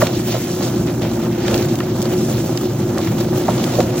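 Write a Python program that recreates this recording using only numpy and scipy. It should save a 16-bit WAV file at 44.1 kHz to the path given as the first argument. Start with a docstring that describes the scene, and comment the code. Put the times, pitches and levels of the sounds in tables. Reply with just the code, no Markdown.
"""A hard, hollow knock lands over the roar of a tub plucker running outdoors.
Its motor hums while rubber fingers drum on wet carcasses and set the plastic tub ringing.
The birds rub and slap along the wall and knock against it now and then; feet and wing tips
crack on it, and water spatters. A close pair of microphone ports picks it all up."""
import sys
import numpy as np
from scipy import signal
from scipy.fft import rfft, irfft
from scipy.io import wavfile
from scipy.ndimage import uniform_filter1d

SR = 44100
rng = np.random.default_rng(int(sys.argv[2]) if len(sys.argv) > 2 else 0)


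def bounce(signal):
    """Save signal as a 16-bit WAV file at the path given by the first command-line argument."""
    frames = np.transpose(np.atleast_2d(signal))
    limited = np.clip(frames, -1, 1)
    pcm = np.round(limited * 32767).astype(np.int16)
    wavfile.write(sys.argv[1], SR, pcm)


N = 176400
T = np.arange(N) / SR
BIN_HZ = np.maximum(np.arange(N // 2 + 1) * SR / N, 1)


# The notes the tub rings at. Each row: pitch in Hz, width in Hz, level in dB before the roar swells.
TUB_NOTES = [(66.6, 8.5, -44), (99.2, 65, -41.5), (119.3, 26, -27), (169.2, 37, -26.5),
             (223.5, 17.5, -27.5), (248, 29.5, -29), (291.5, 20.7, -30.5), (342, 5.9, -30.5),
             (364.3, 24, -29.5)]
def tub():
    """Rubber fingers drum on the tub; the tumbling birds shift the weight from note to note."""
    out = 0
    for hz, width_hz, db in TUB_NOTES:
        hits = clicks(per_s=1100, spread_db=1.5)
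        hits = np.pad(hits, ((0, 0), (SR // 2, 0)), "wrap")  # a run-up, so it rings from the start
        ring = resonate(hits, hz, 2 * width_hz)
        ring = resonate(ring, hz, 2 * width_hz)[:, -N:]  # a second pass narrows the note
        out = out + from_db(db + 1.5 * drift(5.8)) * rms_one(ring)
    return out


# The tones of the motor and drive. Each row: pitch in Hz, level in dB before the roar swells.
MOTOR_TONES = [(64, -49), (120, -29.5), (330.2, -31), (359.8, -29.5)]
def motor():
    """The motor hums, shaken in level and pitch by the tumbling birds."""
    out = 0
    for hz, db in MOTOR_TONES:
        level = from_db(db + 3.5 * drift(6))
        phase = 2 * np.pi * hz * T + .5 * drift(5)
        out = out + level * np.sqrt(2) * np.sin(phase)
    return out


# The weight on the fingers. Each row: time in seconds, level in dB (only its rise and fall count).
FINGER_LOAD = [(0, -17.5), (.06, -19), (.48, -22.5), (.8, -18), (.96, -20), (1.22, -19.5), (1.42, -19.5),
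               (1.6, -16), (1.66, -18.5), (1.87, -19.5), (1.96, -20.5), (2.21, -16.5), (2.36, -19.5),
               (2.68, -20), (3.06, -18.5), (3.15, -19), (3.3, -18), (3.9, -19.5)]
def machine():
    """Tub and motor blend into one roar that swells as the birds press on the fingers."""
    roar = evened(to_stereo(tub()) + motor())
    load_db = over_time(FINGER_LOAD)
    return roar * from_db(load_db - load_db.mean())


# How hard the birds rub along the wall. Each row: time in seconds, level in dB.
RUB_LEVEL = [(0, -24.5), (.27, -32.5), (.35, -25.5), (.43, -33), (.64, -27.5), (.88, -30), (.98, -32),
             (1.045, -27), (1.17, -31), (1.41, -29.5), (1.51, -23), (1.6, -27), (1.67, -29.5), (2.9, -30.5),
             (2.975, -24), (3.02, -32.5), (3.08, -29.5), (3.8, -25), (4, -30.5)]
# The tone of the rubbing. Each row: frequency in Hz, relative strength in dB.
RUB_TONE = [(25, -66.5), (90, -38.5), (380, -22.5), (430, -1.5), (515, 4.5), (610, 1.5), (1000, -7.5),
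            (1400, -11), (2100, -23), (4000, -58)]
def rubbing(surge):
    """Wet feathers drag over the fingers in a dense run of small slips, louder at each slap."""
    slips = coloured(clicks(per_s=2500, spread_db=1), RUB_TONE)
    level = from_db(over_time(RUB_LEVEL) + 1.5 * drift(31))
    return level * rms_one(slips * (1 + .45 * surge))


def slap_surges(decay_s=.007):
    """Small wet slaps at random: a loudness curve that jumps at each one and dies quickly."""
    contacts = np.abs(clicks(per_s=38, spread_db=1.4)[0])
    return signal.lfilter([1], [1, -np.exp(-1 / (decay_s * SR))], contacts + 1e-18)


# A carcass hits the wall. Each row: start in seconds, strength in dB, pitch it rings most in Hz.
BLOWS = [(0.0157, -13, 1260), (0.02, -7.5, 1200), (.022, -9.5, 1020), (.345, -25, 553), (1.034, -21, 642),
         (1.482, -23, 800), (1.514, -15, 574), (1.55, -14, 600), (1.593, -14, 349), (1.805, -14.5, 1460),
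         (2.977, -17, 1194), (2.99, -18, 896), (3.072, -20, 1210), (3.4824, -11.5, 1000), (3.489, -10, 883),
         (3.786, -5.5, 510), (3.798, -9, 448), (3.8035, -9.5, 910)]
# The notes of the struck wall. Each row: pitch in Hz, gain in dB, seconds to fade by 60 dB.
WALL_NOTES = [(371, -1, 0.061), (494, 4, 0.016), (610, 2.5, 0.039), (714, -5, 0.047), (945, -11, 0.056),
              (1075, -3.5, 0.02), (1375, -0.5, 0.0092), (1780, 1.5, 0.012)]
def knocks(width_octaves=.5):
    """Each blow is a push and a short squelch that ring the wall, most at notes near its own pitch."""
    pushes = []
    for start, db, _ in BLOWS:
        push = from_db(-25) * rng.standard_normal(N) * dying(start, decay_s=.007)  # the squelch
        push[int(start * SR)] += 1  # the hit itself
        pushes.append(from_db(db) * push)
    pushes, pitches = np.array(pushes), np.array(BLOWS)[:, 2]
    out = 0
    for k, (hz, db, fade_s) in enumerate(WALL_NOTES):
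        shares = np.exp(-.5 * (np.log2(hz / pitches) / width_octaves) ** 2)
        fade, step = from_db(-60 / (fade_s * SR)), 2 * np.pi * hz / SR
        ring = signal.lfilter([0, np.sin(step)], [1, -2 * fade * np.cos(step), fade ** 2], shares @ pushes)
        sign = (-1) ** (k // 2)  # every other pair of notes swings the opposite way
        out = out + sign * from_db(db) * ring
    return out


# Air trapped by the hardest blows. Each row: start in seconds, level in dB, starting pitch in Hz,
# seconds to swell.
AIR_POCKETS = [(.0225, -3, 675, 0.0082), (3.4815, -6.5, 793, 0.0053), (3.782, -12.5, 538, 0.0045)]
def hollows(sag_per_s=11.8):
    """A pocket of air swells into a short hollow tone whose pitch sags as the carcass smothers it."""
    out = 0
    for start, db, hz, swell_s in AIR_POCKETS:
        age = np.clip(T - start, 0, 5 * swell_s)
        rise = (age / swell_s) ** 2
        phase = 2 * np.pi * hz * age * (1 - sag_per_s * age / 2)
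        out = out + from_db(db) * rise * np.exp(1 - rise) * np.sin(phase)
    return out


# Sharp hits on the wall. Each row: start in seconds, level in dB, centre pitch in Hz.
SHARP_HITS = [(0.0692, -14.5, 2600), (1.481, -14.5, 2090), (1.5426, -13, 3030), (1.578, -23, 4500),
              (1.626, -20.5, 2800), (1.657, -28, 5500), (1.755, -22, 5500), (1.7882, -25, 3300),
              (1.803, -21.5, 2000), (2.0177, -17.5, 6000), (2.0255, -17, 7000), (2.574, -15, 2700),
              (2.982, -18.5, 4200), (3.014, -24.5, 3500), (3.6406, -17.5, 3400), (3.753, -21, 3400),
              (3.804, -15.5, 1380), (3.982, -29.5, 2460)]
def cracks():
    """Feet, wing tips and wet skin smack the wall in short, bright bursts of noise."""
    out = 0
    for start, db, hz in SHARP_HITS:
        burst = rms_one(resonate(rng.standard_normal((2, N)), hz, width_hz=hz))
        out = out + from_db(db) * dying(start, decay_s=.0028) * burst
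    return out


# Splashes. Each row: start in seconds, level in dB, centre pitch in Hz, decay time in seconds.
FEATHER_SLAPS = [(.015, -22.5, 5760, 0.023), (0.625, -23.5, 4560, 0.017), (0.642, -28, 4100, .025),
                 (.872, -30.5, 1970, 0.034), (1.017, -28, 2460, 0.048), (1.448, -28.5, 1590, 0.084),
                 (3.07, -25, 1900, 0.0089)]
def splashes():
    """Wet feathers slap the wall and shed a dying shower of droplets."""
    out = 0
    for start, db, hz, decay_s in FEATHER_SLAPS:
        shower = rms_one(resonate(clicks(per_s=2000, spread_db=2), hz, width_hz=hz))
        out = out + from_db(db) * dying(start, decay_s) * shower
    return out


# How the spray rises and falls. Each row: time in seconds, gain in dB.
SPRAY_LEVEL = [(0, -28.5), (.09, -34), (.19, -33), (.54, -34), (.6, -35), (.68, -34), (.76, -37.5),
               (1.0, -40), (1.04, -38), (1.41, -38), (1.54, -31), (1.68, -34.5), (1.95, -39), (2.1, -35.5),
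               (2.55, -36.5), (2.92, -41), (3.05, -35), (3.33, -38), (3.365, -32), (3.52, -33.5),
               (3.66, -32), (3.8, -31.5), (3.93, -40), (4, -30.5)]
# The tone of the spray. Each row: frequency in Hz, relative strength in dB.
SPRAY_TONE = [(600, -20), (1500, -3), (3000, 0), (4500, -1.5), (6000, 0), (8000, -2), (13000, -4.5),
              (16000, -7)]
def spray(surge):
    """Flung water: a fine hiss that flickers octave by octave, with drops and ticks in it."""
    hiss = 0
    for octave in range(9, 15):  # bands centred from 512 to 16384 Hz
        band = np.sqrt(np.maximum(1 - np.abs(np.log2(BIN_HZ) - octave), 0))
        noise = irfft(rfft(rng.standard_normal((2, N))) * band, N)
        hiss = hiss + noise * from_db(3.5 * drift(10))
    water = from_db(2) * coloured(hiss, SPRAY_TONE)
    water += from_db(-1) * coloured(drops(), SPRAY_TONE)
    water += from_db(-10.5) * ticks()
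    level = from_db(over_time(SPRAY_LEVEL) + .7 * drift(11))
    return water * level * rms_one(1 + .35 * surge)


def drops():
    """Droplets burst and ring for a few cycles, at pitches spread over about four octaves."""
    return patter(np.geomspace(1000, 15000, 28), per_s=4000, spread_db=-1, width_share=.041)


def ticks():
    """Rubber fingers flick off wet skin with small, high ticks."""
    return patter(np.geomspace(2200, 6500, 7), per_s=70, spread_db=1.5, width_share=.3)


def mist():
    """The finest spray makes a steady, high sizzle."""
    return from_db(-45.5) * rms_one(resonate(rng.standard_normal((2, N)), hz=14500, width_hz=3000))


def from_db(db):
    """Turn decibels into a number to multiply by."""
    return 10 ** (np.asarray(db) / 20)


def rms_one(x):
    """Scale a sound so its average strength (rms) is 1."""
    return x / np.sqrt(np.mean(x ** 2) + 1e-20)


def over_time(rows):
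    """Join a table's points into a curve over time."""
    return np.interp(T, *np.transpose(rows))


def over_pitch(rows):
    """Join a table's points into a curve over frequency, with octaves evenly spaced."""
    hz, value = np.transpose(rows)
    return np.interp(np.log(BIN_HZ), np.log(np.maximum(hz, 1)), value)


def coloured(x, tone):
    """Shape a sound's lows and highs with a tone table, at strength 1."""
    return rms_one(irfft(rfft(x) * from_db(over_pitch(tone)), N))


def drift(rate_hz):
    """A random wobble of strength 1, mostly slower than the given rate."""
    return rms_one(irfft(rfft(rng.standard_normal(N)) / (1 + (BIN_HZ / rate_hz) ** 2), N))


def clicks(per_s, spread_db):
    """Two unrelated streams of random clicks of uneven size."""
    sizes = from_db(spread_db * np.minimum(rng.exponential(1, (2, N)), 5))
    signs = rng.choice([-1, 1], (2, N))
    return sizes * signs * (rng.random((2, N)) < per_s / SR)


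def resonate(x, hz, width_hz):
    """Make a sound ring at one pitch; a smaller width rings longer."""
    fade = np.exp(-np.pi * width_hz / SR)
    feedback = [1, -2 * fade * np.cos(2 * np.pi * hz / SR), fade ** 2]
    return signal.lfilter(np.array([1, 0, -1]) * (1 - fade ** 2) / 2, feedback, x + 1e-18)


def patter(pitches, per_s, spread_db, width_share):
    """Random clicks, each ringing at one of the given pitches."""
    rings = (resonate(clicks(per_s / len(pitches), spread_db), hz, width_share * hz) for hz in pitches)
    return rms_one(sum(rings))


def dying(start, decay_s):
    """A loudness curve that jumps to 1 and dies away."""
    return (T >= start) * np.exp(-np.minimum(np.abs(T - start) / decay_s, 40))


def evened(x, window_s=.25):
    """Smooth out a sound's slow swings and keep its average level."""
    power = np.mean(x ** 2, axis=0)
    return x * np.sqrt(power.mean() / uniform_filter1d(power, int(window_s * SR)))


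# How alike left and right sound. Each row: frequency in Hz, likeness from 0 (unrelated) to 1.
STEREO_LIKENESS = [(130, .9995), (370, .99), (650, .75), (1300, .72), (1850, .9), (2700, .42), (4500, .45),
                   (8100, .72), (8600, .998), (12000, .998), (13300, .58)]
def to_stereo(pair):
    """Blend two unrelated sounds into left and right, nearly the same in the bass."""
    alike = np.clip(over_pitch(STEREO_LIKENESS), 0, 1)
    mid, side = rfft(pair)
    return irfft(mid * np.sqrt((1 + alike) / 2) + side * np.sqrt((1 - alike) / 2) * [[1], [-1]], N)


# How far left leads right. Each row: frequency in Hz, lead in radians.
# From about 8.5 to 12 kHz the two sides are opposite, so the hiss sounds wide.
LEFT_LEAD = [(190, 0), (450, -.35), (590, -.8), (720, 0), (2000, 0), (2900, 1.2), (4050, .3), (4950, 2.7),
             (6000, 1.6), (7500, 2.1), (8450, 3.14), (12200, 3.14), (15800, 6.3)]
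# How much louder the left side is. Each row: frequency in Hz, left minus right in dB.
LEFT_LOUDER = [(180, 0), (320, .6), (450, 0), (530, -3), (730, -5), (1100, .7), (2000, -.3), (3000, -3.7),
               (5600, -4), (7600, 0)]
def widen(sound):
    """Give each frequency its own timing and balance between left and right."""
    sides = np.array([[.5], [-.5]])
    balance = from_db(sides * over_pitch(LEFT_LOUDER))
    lead = np.interp(BIN_HZ, *np.transpose(LEFT_LEAD))
    return irfft(rfft(sound) * balance * np.exp(1j * sides * lead), N)


def scene():
    """The roaring machine, the birds and the water, spread between left and right."""
    surge = slap_surges()  # the same slaps lift both the rubbing and the spray
    roar = machine()
    birds_and_water = to_stereo(rubbing(surge) + spray(surge) + cracks() + splashes() + mist())
    return widen(roar + birds_and_water + knocks() + hollows())


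def record(dry):
    """Round off the loudest peaks and cut the treble above 16000 Hz."""
    rounded = 1.3 * np.tanh(dry / 1.3)
    return signal.sosfilt(signal.ellip(12, .1, 80, 16000, fs=SR, output="sos"), rounded)


dry = scene()
out = record(dry)
bounce(out)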